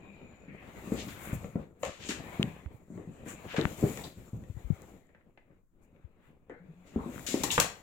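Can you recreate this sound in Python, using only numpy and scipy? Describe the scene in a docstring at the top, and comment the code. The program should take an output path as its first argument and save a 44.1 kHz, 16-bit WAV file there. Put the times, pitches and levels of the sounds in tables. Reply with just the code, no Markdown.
"""First comes a thin whistle from a dog's nose, over the soft rub of fur on cardboard.
The dog and a kitten are scuffling in a shoe box on the floor of a small room. Their bodies thump
the walls, claws tap and scrape, the card squeaks, and in a lull the dog smacks its lips.
A hand-held camera close by gets bumped; its left port (microphone opening) is louder
and rings in the treble."""
import sys
import numpy as np
from scipy import signal
from scipy.fft import rfft, irfft, next_fast_len
from scipy.io import wavfile
from scipy.ndimage import uniform_filter1d, map_coordinates

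SR = 44100
rng = np.random.default_rng(int(sys.argv[2]) if len(sys.argv) > 2 else 0)


def materialize(psi):
    """Save the field psi as 16-bit PCM at rate SR to the path in sys.argv[1].

    A 1-D psi becomes a single channel; in a 2-D psi each row is a channel.
    """
    bounded = np.clip(np.atleast_2d(psi).T, -1, 1)
    quanta = np.round(bounded * 32767).astype(np.int16)
    wavfile.write(sys.argv[1], SR, quanta)


N = 344862

# Levels are relative: each function adds its own gain.
# air whistling in the dog's nose: t/s, level/dB, length/s, f/Hz
NOSE_WHISTLES = [(0, -56, .14, 2440), (0.08, -57, .24, 2430), (0.28, -62, .36, 2420), (0, -73, .3, 3750),
                 (0, -77, .24, 7120), (0.2, -73, .3, 7020)]
# six bouts of wriggling that swell and come to rest: t/s, rubbing effort/dB, treble level/dB
WRIGGLES = [
    [(0.0, -66, -85.5), (0.498, -67.5, -85.5), (0.672, -58.5, -74), (0.94, -53.5, -60.5),
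     (1.128, -57.5, -67), (1.274, -49.5, -62), (1.512, -65, -71), (1.622, -64.5, -79.5), (1.74, -84, -91)],
    [(1.78, -76.5, -89), (1.87, -55, -82), (1.978, -83, -78.5), (2.004, -63, -73.5), (2.284, -53.5, -67),
     (2.39, -51, -65), (2.56, -58, -72.5), (2.702, -70, -83), (2.8, -73, -83)],
    [(2.84, -79, -82), (2.952, -69.5, -80), (3.074, -69.5, -80.5), (3.314, -63, -79.5),
     (3.402, -57.5, -69.5), (3.706, -54.5, -60.5), (3.92, -52.5, -55.5), (4.07, -57, -60),
     (4.16, -74, -73.5)],
    [(4.2, -66.5, -69.5), (4.418, -73.5, -76.5), (4.796, -61.5, -71.5), (4.912, -67.5, -73),
     (5.06, -77, -85), (5.196, -80.5, -99), (5.402, -90, -99), (5.564, -77.5, -101), (5.68, -108, -101)],
    [(5.74, -90, -101), (5.818, -82, -101), (5.95, -80, -93), (6.146, -80, -101.5), (6.278, -78.5, -99),
     (6.46, -83, -107)],
    [(6.5, -75.5, -98), (6.838, -72, -82.5), (6.984, -60.5, -75.5), (7.142, -59, -62.5), (7.304, -59, -59),
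     (7.462, -49, -57), (7.536, -51, -51), (7.706, -61, -67), (7.82, -69, -74)],
]
# a wall judders as weight leans on it: t/s, level/dB, f/Hz, length/s
WALL_JUDDERS = [(0.05, -52, 200.5, 0.12), (6.595, -48.5, 173, 0.062), (6.682, -48.5, 165, .04),
                (6.72, -58, 180, 0.14), (6.77, -71, 120, 0.033)]
# soft blows on the box: t/s, level/dB, f/Hz (the wall swings a little below f)
BODY_THUMPS = [(0.229, -45, 215), (0.481, -39.5, 202), (0.873, -33, 226), (0.920, -19, 228),
               (1.068, -34, 205), (1.33, -23.5, 118), (1.444, -32.5, 168), (1.556, -20, 181),
               (1.832, -26, 580), (2.092, -25.5, 264), (2.396, -17, 187), (2.44, -24.5, 165),
               (2.902, -36, 226), (2.957, -36.5, 150), (2.977, -34.5, 375), (3.074, -35.5, 182),
               (3.262, -34, 257), (3.583, -18, 202), (3.591, -18, 391), (3.637, -27.5, 270),
               (3.827, -17.5, 280), (3.835, -19.5, 422), (3.839, -14.5, 153), (4.173, -42, 119),
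               (4.332, -31, 120), (4.37, -36.5, 106), (4.389, -39, 114), (6.497, -43.5, 354),
               (6.960, -19.5, 272), (6.961, -29.5, 88), (7.061, -28, 237), (7.16, -34, 190),
               (7.342, -14, 299), (7.287, -35.5, 275), (7.438, -23.5, 294), (7.524, -43, 126),
               (7.586, -22.5, 152)]
# card squeaking, then claws scraping: t/s, level/dB, time to fade by 60 dB/s, centre f/Hz
CARD_SQUEAKS = [(0.479, -60.5, 0.48, 2060), (0.576, -57.5, 0.22, 2200), (2.05, -55, .2, 6650),
                (2.88, -79, 1, 7400), (3.1, -79, 0.86, 7500), (3.278, -54.5, 0.19, 7340),
                (4.036, -45.5, 0.065, 4100), (6.497, -57, 0.24, 1700), (6.985, -50.5, 0.36, 1010),
                (7.437, -35.5, 0.057, 930), (7.504, -28, 0.049, 3260)]
CLAW_SCRAPES = [(1.08, -51, 0.29, 2250), (1.845, -52, 0.63, 2760), (2.087, -38.5, 0.19, 3400),
                (2.105, -37.5, 0.086, 2120), (3.562, -37, 0.2, 1730), (3.950, -64, 0.98, 2400),
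                (6.855, -69, .4, 3960), (7.264, -39, 0.59, 4300), (7.434, -29.5, .07, 5260),
                (7.512, -34, 0.29, 4900), (7.579, -18.5, 0.028, 1100), (7.600, -14.5, 0.017, 5200)]
# claws and teeth hitting the card: t/s, level/dB, treble cut-off f/Hz
HARD_TAPS = [(0.920, -33, 1000), (1.444, -37, 2360), (1.557, -31.5, 510), (1.830, -33, 5140),
             (1.833, -22, 3560), (1.851, -27.5, 6000), (2.976, -42, 1500), (3.263, -41.5, 1210),
             (3.543, -27, 1790), (3.836, -41, 1200), (3.393, -47, 1200), (3.975, -30, 4350),
             (4.438, -48, 3930), (6.497, -37.5, 950), (7.436, -46, 10400), (7.440, -25.5, 6840),
             (7.579, -15.5, 2600), (7.600, -18, 5000)]
# a flank or paw brushing past: middle t/s, level/dB, length/s, centre f/Hz
FUR_BRUSHES = [(1.003, -43.5, 0.12, 3420), (1.1, -56, 0.22, 13000), (1.25, -51.5, 0.2, 13000),
               (1.314, -50.5, .09, 1400), (1.343, -49.5, 0.061, 12400), (1.845, -59.5, 0.13, 11000),
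               (2.044, -47, 0.14, 3050), (2.107, -47, 0.12, 5000), (2.32, -72.5, 0.24, 14000),
               (2.755, -74, 0.12, 14000), (3.30, -50, .13, 1760), (3.304, -55, 0.14, 8800),
               (3.523, -44.5, 0.13, 2220), (5.837, -75.5, 0.084, 734), (5.839, -78, 0.07, 9000),
               (6.046, -76, 0.12, 1300), (6.259, -70, 0.21, 1650), (6.266, -83.5, 0.21, 11000)]
# dry ticks beside the camera: t/s, level/dB, f/Hz, life/cycles, left over right/dB
NEAR_TICKS = [(2.429, -15, 2880, 1.54, 3), (2.661, -42.5, 1160, 0.47, -13), (3.613, -27.5, 3800, 3.1, 11),
              (3.654, -17.5, 856, 0.27, 9), (3.974, -29, 3000, 0.16, 4), (4.820, -43.5, 8000, 0.34, 10.5),
              (7.160, -43.5, 1480, 1.3, 8), (7.18, -40, 1340, 1.2, 11), (7.194, -42.5, 1610, 1.1, 13)]
# dull bumps on the camera: t/s, level/dB, f/Hz, left over right/dB
CAMERA_BUMPS = [(2.659, -35.5, 67.4, -15), (2.744, -43, 112, -15), (3.653, -20.5, 183, 5),
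                (4.498, -35, 91, 7), (4.545, -47, 60.6, 15), (4.567, -38.5, 94, 22), (4.645, -40, 49.5, 18),
                (4.703, -21, 134, 31), (4.721, -35, 88, 26), (6.044, -47, 69, 17)]
# smacks of the dog's lips: t/s, level/dB, top mouth resonance f/Hz
LIP_SMACKS = [(5.091, -53.5, 1960), (5.148, -39.5, 1820), (5.21, -53, 1820), (5.307, -62.5, 2200),
              (5.375, -39.5, 2080), (5.511, -57.5, 1780), (5.962, -55, 2270), (6.443, -72, 2170)]
# resonances, the pitches at which the card rings: f/Hz, width/Hz, level/dB
CARD_MODES = [(414, 41, 0), (480, 73, 4), (705, 180, -7.5), (1104, 240, -10), (1374, 39, -13.5),
              (1790, 270, -12), (2620, 1400, -15.5), (3830, 480, -16), (7300, 1700, -16.5)]
# tone colours of the four rubbing layers and of the quiet room: f/Hz, level/dB
WALL_COLOUR = [(25, -18.5), (60, -3), (120, -2.5), (175, 1), (270, 0), (370, -1.5), (460, -3.5), (560, -4),
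               (800, -18), (1400, -20.5), (3000, -70.5)]
RUB_COLOUR = [(300, -21), (700, 2.5), (1000, -1), (1500, -5.5), (2000, -2.5), (2450, -2), (3000, -10.5),
              (3800, -12), (5000, -22.5), (9000, -57.5)]
HISS_COLOUR = [(2000, -40.5), (3600, -3), (5000, -17), (6300, -3.5), (7100, -0.5), (8200, -6), (10000, -21),
               (13500, -5.5), (16000, -9)]
FIZZ_COLOUR = [(1500, -19.5), (3200, 2.5), (5000, 1), (7000, -1), (10000, 2), (13000, 0.5), (16000, -3)]
ROOM_COLOUR = [(25, 8.5), (60, -7.5), (170, -1.5), (300, -5.5), (600, -30), (1000, -21), (1900, -28),
               (3000, -38.5), (5000, -35), (16000, -32)]
# the room's echo: f/Hz, time to fade by 60 dB/s
ROOM_FADE = [(80, 0.36), (250, 0.22), (600, 0.33), (1500, 0.35), (4000, 0.33), (12000, 0.21)]
# how each port colours the sound: f/Hz, level/dB
LEFT_PORT = [(60, 9), (300, 2), (1300, 3), (3000, 2), (5000, -2.5), (6200, 3), (6900, 10), (7700, 8),
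             (8500, 2), (10000, 0.5), (13000, 4), (16000, 2)]
RIGHT_PORT = [(60, 6.5), (300, -1.5), (1300, -3), (3000, -3.5), (5000, -6), (6200, -8), (7500, -13.5),
              (10000, -16), (13000, -6), (16000, -0.5)]
# how alike the two ports hear scattered sound: f/Hz, likeness (1 = the same)
PORT_LIKENESS = [(30, 0.31), (70, .7), (130, .9), (300, 0.83), (640, 0.72), (1400, .1), (3000, 0.055)]


def amp(db):
    """Turn decibels into a gain."""
    return 10 ** (np.asarray(db) / 20)


def unit(x):
    """Scale x to an average strength (rms) of 1."""
    return x / np.sqrt(np.mean(x ** 2) + 1e-20)


def along(points, hz):
    """Read a table of (f, value) points at hz, on a log axis."""
    f, v = np.transpose(points)
    return np.interp(np.log(hz + 1), np.log(f), v)


def clock(count):
    """The times of count samples, in seconds."""
    return np.arange(count) / SR


def wobble(rate):
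    """A smooth curve through rate random values a second."""
    return map_coordinates(rng.standard_normal(int(N * rate / SR) + 4), [clock(N) * rate])


def filtered(x, response):
    """Give each frequency f in x the gain response(f)."""
    n = x.shape[-1]
    padded = next_fast_len(n + 8192)
    return irfft(rfft(x, padded) * response(np.fft.rfftfreq(padded, 1 / SR)), padded)[..., :n]


def add(track, s, sound):
    """Mix a sound into the track at s seconds."""
    part = track[:, max(round(s * SR), 0):][:, :sound.shape[-1]]
    part += sound[..., :part.shape[-1]]


def panned(x, lead_db):
    """Make the left side lead_db louder than the right, keeping their average."""
    left = amp(lead_db)
    return 2 * np.array([[left], [1]]) * x / (1 + left)


def diffuse(pair):
    """Two unrelated signals as the ports hear them: alike in the bass only."""
    turn = lambda f: np.arccos(np.clip(along(PORT_LIKENESS, f), -1, 1)) / 2
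    mid, side = filtered(pair, lambda f: np.array([np.cos(turn(f)), np.sin(turn(f))]))
    return np.array([mid + side, mid - side])


def friction(colour, count, slips=0, grain=0):
    """Coloured stereo noise, roughened by tiny slips (so many a second) of strength grain."""
    catches = (rng.random(count) < slips / SR) * rng.standard_normal((2, count))
    drive = rng.standard_normal((2, count)) + grain * unit(catches)
    return unit(filtered(diffuse(drive), colour))


def resonances(modes, f):
    """The response of something that rings at each (f, width, level) in modes."""
    return sum((-1) ** k * amp(db) * 1j * f * width / (hz * hz - f * f + 1j * f * width)
               for k, (hz, width, db) in enumerate(modes))


def skid_band(f, centre_hz, octaves):
    """A bell-shaped band of frequencies, leaning to the bass."""
    return np.exp(-.5 * (np.log2((f + 1) / centre_hz) / octaves) ** 2) / np.sqrt(1 + f / centre_hz)


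def in_room(x, wet_db, build_s=0.0037):
    """The direct sound plus its echo, at wet_db, from floor, furniture and walls."""
    hz, t, spectrum = signal.stft(rng.standard_normal((2, SR // 2)), SR, nperseg=256)
    fade = amp(-60 * t / along(ROOM_FADE, hz)[:, None])
    tail = diffuse(signal.istft(spectrum * fade, SR, nperseg=256)[1])
    tail *= 1 - np.exp(-(clock(tail.shape[1]) / build_s) ** 2)
    tail *= amp(wet_db) / np.linalg.norm(tail[0])
    tail[:, 0] += 1  # the direct sound
    return signal.fftconvolve(np.atleast_2d(x), tail, axes=1)


def patchy(x, depth_db):
    """Shifting contact points bring out ever different resonances."""
    spectrum = signal.stft(x, nperseg=1024)[2]
    patches = rng.standard_normal(spectrum.shape[1:])
    for _ in range(2):
        patches = uniform_filter1d(uniform_filter1d(patches, size=7, axis=0), size=5, axis=1)
    return unit(signal.istft(spectrum * amp(depth_db * unit(patches)), nperseg=1024)[1][:, :N])


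def contact(response, t60):
    """A filtered click, at peak 1, with a crunch that fades by 60 dB in t60 seconds."""
    t = clock(SR // 8)
    click = .16 * diffuse(rng.standard_normal((2, len(t)))) * amp(-60 * t / t60)
    click[:, 0] += 1
    ring = filtered(click, response)
    return ring / np.abs(ring).max()


def push(hz, cycles, count):
    """The sound of a swing that swells softly and dies within a few cycles, at peak 1."""
    turns = hz * clock(count)
    envelope = turns * np.tanh(4 * turns) * np.exp(-2 * turns / max(cycles, .2))
    pressure = np.diff(envelope * np.sin(2 * np.pi * turns), prepend=0)
    return pressure / np.abs(pressure).max()


def whistles():
    """Air through the dog's narrow nostril sings a fuzzy note."""
    out = np.zeros((2, N))
    for s, db, length, hz in NOSE_WHISTLES:
        t = clock(int(length * SR))
        air = friction(lambda f: resonances([(hz, 230, 0)], f) ** 2, len(t))
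        swell = np.sqrt(np.abs(np.sin(np.pi * t / length)))
        add(out, s, amp(db - 6.5) * in_room(swell * air, wet_db=-8.5))
    return out


def rubbing():
    """Fur and cloth drag over the card; the walls rumble, and harder strokes add a bright fizz."""
    s, *levels = np.vstack(WRIGGLES).T
    effort_db, treble_db = [np.interp(clock(N), s, level) for level in levels]
    grip = np.tanh(wobble(35))  # the contact catches and lets go in all layers together
    layer = lambda colour, slips, grain: friction(lambda f: amp(along(colour, f)), N, slips, grain)
    wall_db = -54 + 0.64 * (effort_db + 60) + 3.9 * np.tanh(wobble(22))
    fizz_db = -56 + 1.175 * (treble_db + 60)
    wall = layer(WALL_COLOUR, slips=110, grain=0.65)
    rub = patchy(layer(RUB_COLOUR, slips=600, grain=0.36), depth_db=2.5)
    hiss = patchy(layer(HISS_COLOUR, slips=3300, grain=0.32), depth_db=3.0)
    fizz = patchy(layer(FIZZ_COLOUR, slips=2000, grain=0.77), depth_db=1.1)
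    return (amp(wall_db + 3.7 * grip) * wall
            + amp(effort_db + 2 + 1.9 * grip) * rub
            + amp(treble_db - 0.5 + 2.4 * grip) * hiss
            + amp(fizz_db + 1.1 * grip) * fizz)


def room_rumble():
    """The faint, steady rumble of the room."""
    return amp(-74.5) * friction(lambda f: amp(along(ROOM_COLOUR, f)), N)


def snags(per_second=20):
    """Claw tips catch on the card at random, harder in the brighter strokes."""
    out = np.zeros((2, N))
    s, _, treble_db = np.vstack(WRIGGLES).T
    for place, size, edge in rng.random((int(per_second * N / SR), 3)):
        at, edge_hz = place * N / SR, 4500 * 2 ** (edge - .5)
        tip = lambda f: (1j * f / (1j * f + edge_hz)) ** 2 / (1 + 1j * f / (2 * edge_hz))
        ring = contact(lambda f: resonances(CARD_MODES, f) * tip(f), t60=0.012)
        db = np.interp(at, s, treble_db) + 9.5 - 4 * np.log(.05 + size)  # a few stand out
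        add(out, at, amp(db) * ring)
    return out


def judders():
    """Slow sticking and slipping keeps a wall humming for a moment."""
    out = np.zeros((2, N))
    for s, db, hz, length in WALL_JUDDERS:
        t = clock(int(length * SR))
        hum = amp(db) * np.sin(np.pi * t / length) * np.sin(2 * np.pi * hz * t)
        add(out, s, in_room(hum, wet_db=-10))
    return out


def thumps(wall_hz=200):
    """A body shoves a wall, which swings once or twice and shakes the rest of the box."""
    out, t = np.zeros((2, N)), clock(SR // 5)
    for s, db, hz in BODY_THUMPS:
        # a stiffer, higher spot swings more times and passes less bass on to the box
        swing = push(0.91 * hz, cycles=0.71 * (hz / wall_hz) ** 0.98, count=len(t))
        colour = lambda f: amp(along(WALL_COLOUR, f)) * f ** 2 / (f ** 2 + hz ** 2)
        shake = friction(colour, len(t), slips=97, grain=0.13)
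        shake *= amp(-15.5 - 60 * t / 0.11) * (1 - np.exp(-t / 0.0052))
        # more echo for fainter blows (farther off) and higher ones (they spread better)
        wet_db = -1 - 0.39 * (db + 28) + 2 * np.log2(hz / wall_hz)
        add(out, s, amp(db - 2.26) * in_room(swing + shake, wet_db))
    return out


def skids(events, octaves):
    """Claws and card grip and slip in a burst: a narrow band squeaks, a wide one scrapes."""
    out, t = np.zeros((2, N)), clock(SR // 3)
    for s, db, t60, centre_hz in events:
        rise_s = 0.0035 * 2 ** ((-45 - db) / 10)  # faster, louder skids start more suddenly
        stroke = np.minimum(t / rise_s, 1) * amp(-60 * np.maximum(t - rise_s, 0) / t60)
        rasp = friction(lambda f: skid_band(f, centre_hz, octaves), len(t), slips=470, grain=0.33)
        add(out, s, amp(db + 4) * in_room(stroke * rasp, wet_db=-4))
    return out


def taps():
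    """A claw or tooth rings the card; harder taps have more treble and less body."""
    out = np.zeros((2, N))
    for s, db, edge_hz in HARD_TAPS:
        hardness = lambda f: (1j * f / (1j * f + .2 * edge_hz) / (1 + 1j * f / edge_hz)) ** 2
        ring = contact(lambda f: resonances(CARD_MODES, f) * hardness(f), t60=0.015)
        add(out, s, amp(db - 1.35) * in_room(ring, wet_db=-1, build_s=0.0031))
    return out


def brushes():
    """Fur sweeps over the card in one smooth stroke, loudest where it moves fastest."""
    out = np.zeros((2, N))
    for s, db, length, centre_hz in FUR_BRUSHES:
        t = clock(int(length * SR))
        fur = friction(lambda f: skid_band(f, centre_hz, octaves=0.75), len(t), slips=440, grain=0.5)
        swell = np.sin(np.pi * t / length) ** 2
        add(out, s - length / 2, amp(db) * in_room(swell * fur, wet_db=-7.5))
    return out


def ticks():
    """Dry ticks beside the camera reach the ports directly, with no echo."""
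    out, t = np.zeros((2, N)), clock(SR // 8)
    for s, db, hz, cycles, lead_db in NEAR_TICKS:
        burst = .22 * rng.standard_normal(len(t)) * amp(-60 * t / 0.0039)
        snap = filtered(burst, lambda f: 1 / (1 + 1j * f / (3 * hz)) ** 2)
        add(out, s, panned(amp(db + 2) * (push(hz, cycles, len(t)) + snap), lead_db))
    return out


def bumps():
    """A knock on the camera reaches the ports directly as a dull thud and a short rumble."""
    out, t = np.zeros((2, N)), clock(SR // 8)
    for s, db, hz, lead_db in CAMERA_BUMPS:
        thud = push(hz, cycles=0.84, count=len(t))
        rumble = friction(lambda f: resonances([(53, 83, 0)], f), len(t))
        rumble = filtered(rumble, lambda f: 1 / (1 + (f / 300) ** 4))
        rumble *= amp(-7 - 60 * t / 0.05) * np.tanh(t / .004)
        add(out, s, panned(amp(db - 2) * (thud + rumble), lead_db))
    return out


def smacks():
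    """The dog's lips part with a wet click that rings its mouth."""
    out = np.zeros((2, N))
    for s, db, mouth_hz in LIP_SMACKS:
        mouth = [(400, 260, 0), (950, 350, -4), (mouth_hz, 550, 4)]
        ring = contact(lambda f: resonances(mouth, f) / (1 + 1j * f / 3800) ** 4, t60=0.047)
        add(out, s, amp(db - 5) * in_room(ring, wet_db=-5.5))
    return out


def scene():
    """All the sounds in and around the box, added together."""
    return (whistles() + rubbing() + room_rumble() + snags() + judders() + thumps()
            + skids(CARD_SQUEAKS, octaves=0.27) + taps() + brushes() + skids(CLAW_SCRAPES, octaves=1)
            + ticks() + bumps() + smacks())


def record(dry):
    """Each port colours the sound, the loudest peaks are rounded off, and the highest treble is cut."""
    ceiling, top_hz = 0.52, 16000
    lead_s = 0.00011  # the box lies nearer the left port
    colour = lambda f: amp([along(LEFT_PORT, f), along(RIGHT_PORT, f)])
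    timing = lambda f: np.exp(1j * np.pi * f * lead_s * np.array([[1], [-1]]))
    heard = filtered(dry, lambda f: colour(f) * timing(f))
    rounded = heard / (1 + np.abs(heard / ceiling) ** 4) ** (1 / 4)
    return filtered(rounded, lambda f: np.clip((top_hz - f) / 200 + .5, 0, 1))


dry = scene()
out = record(dry)
materialize(out)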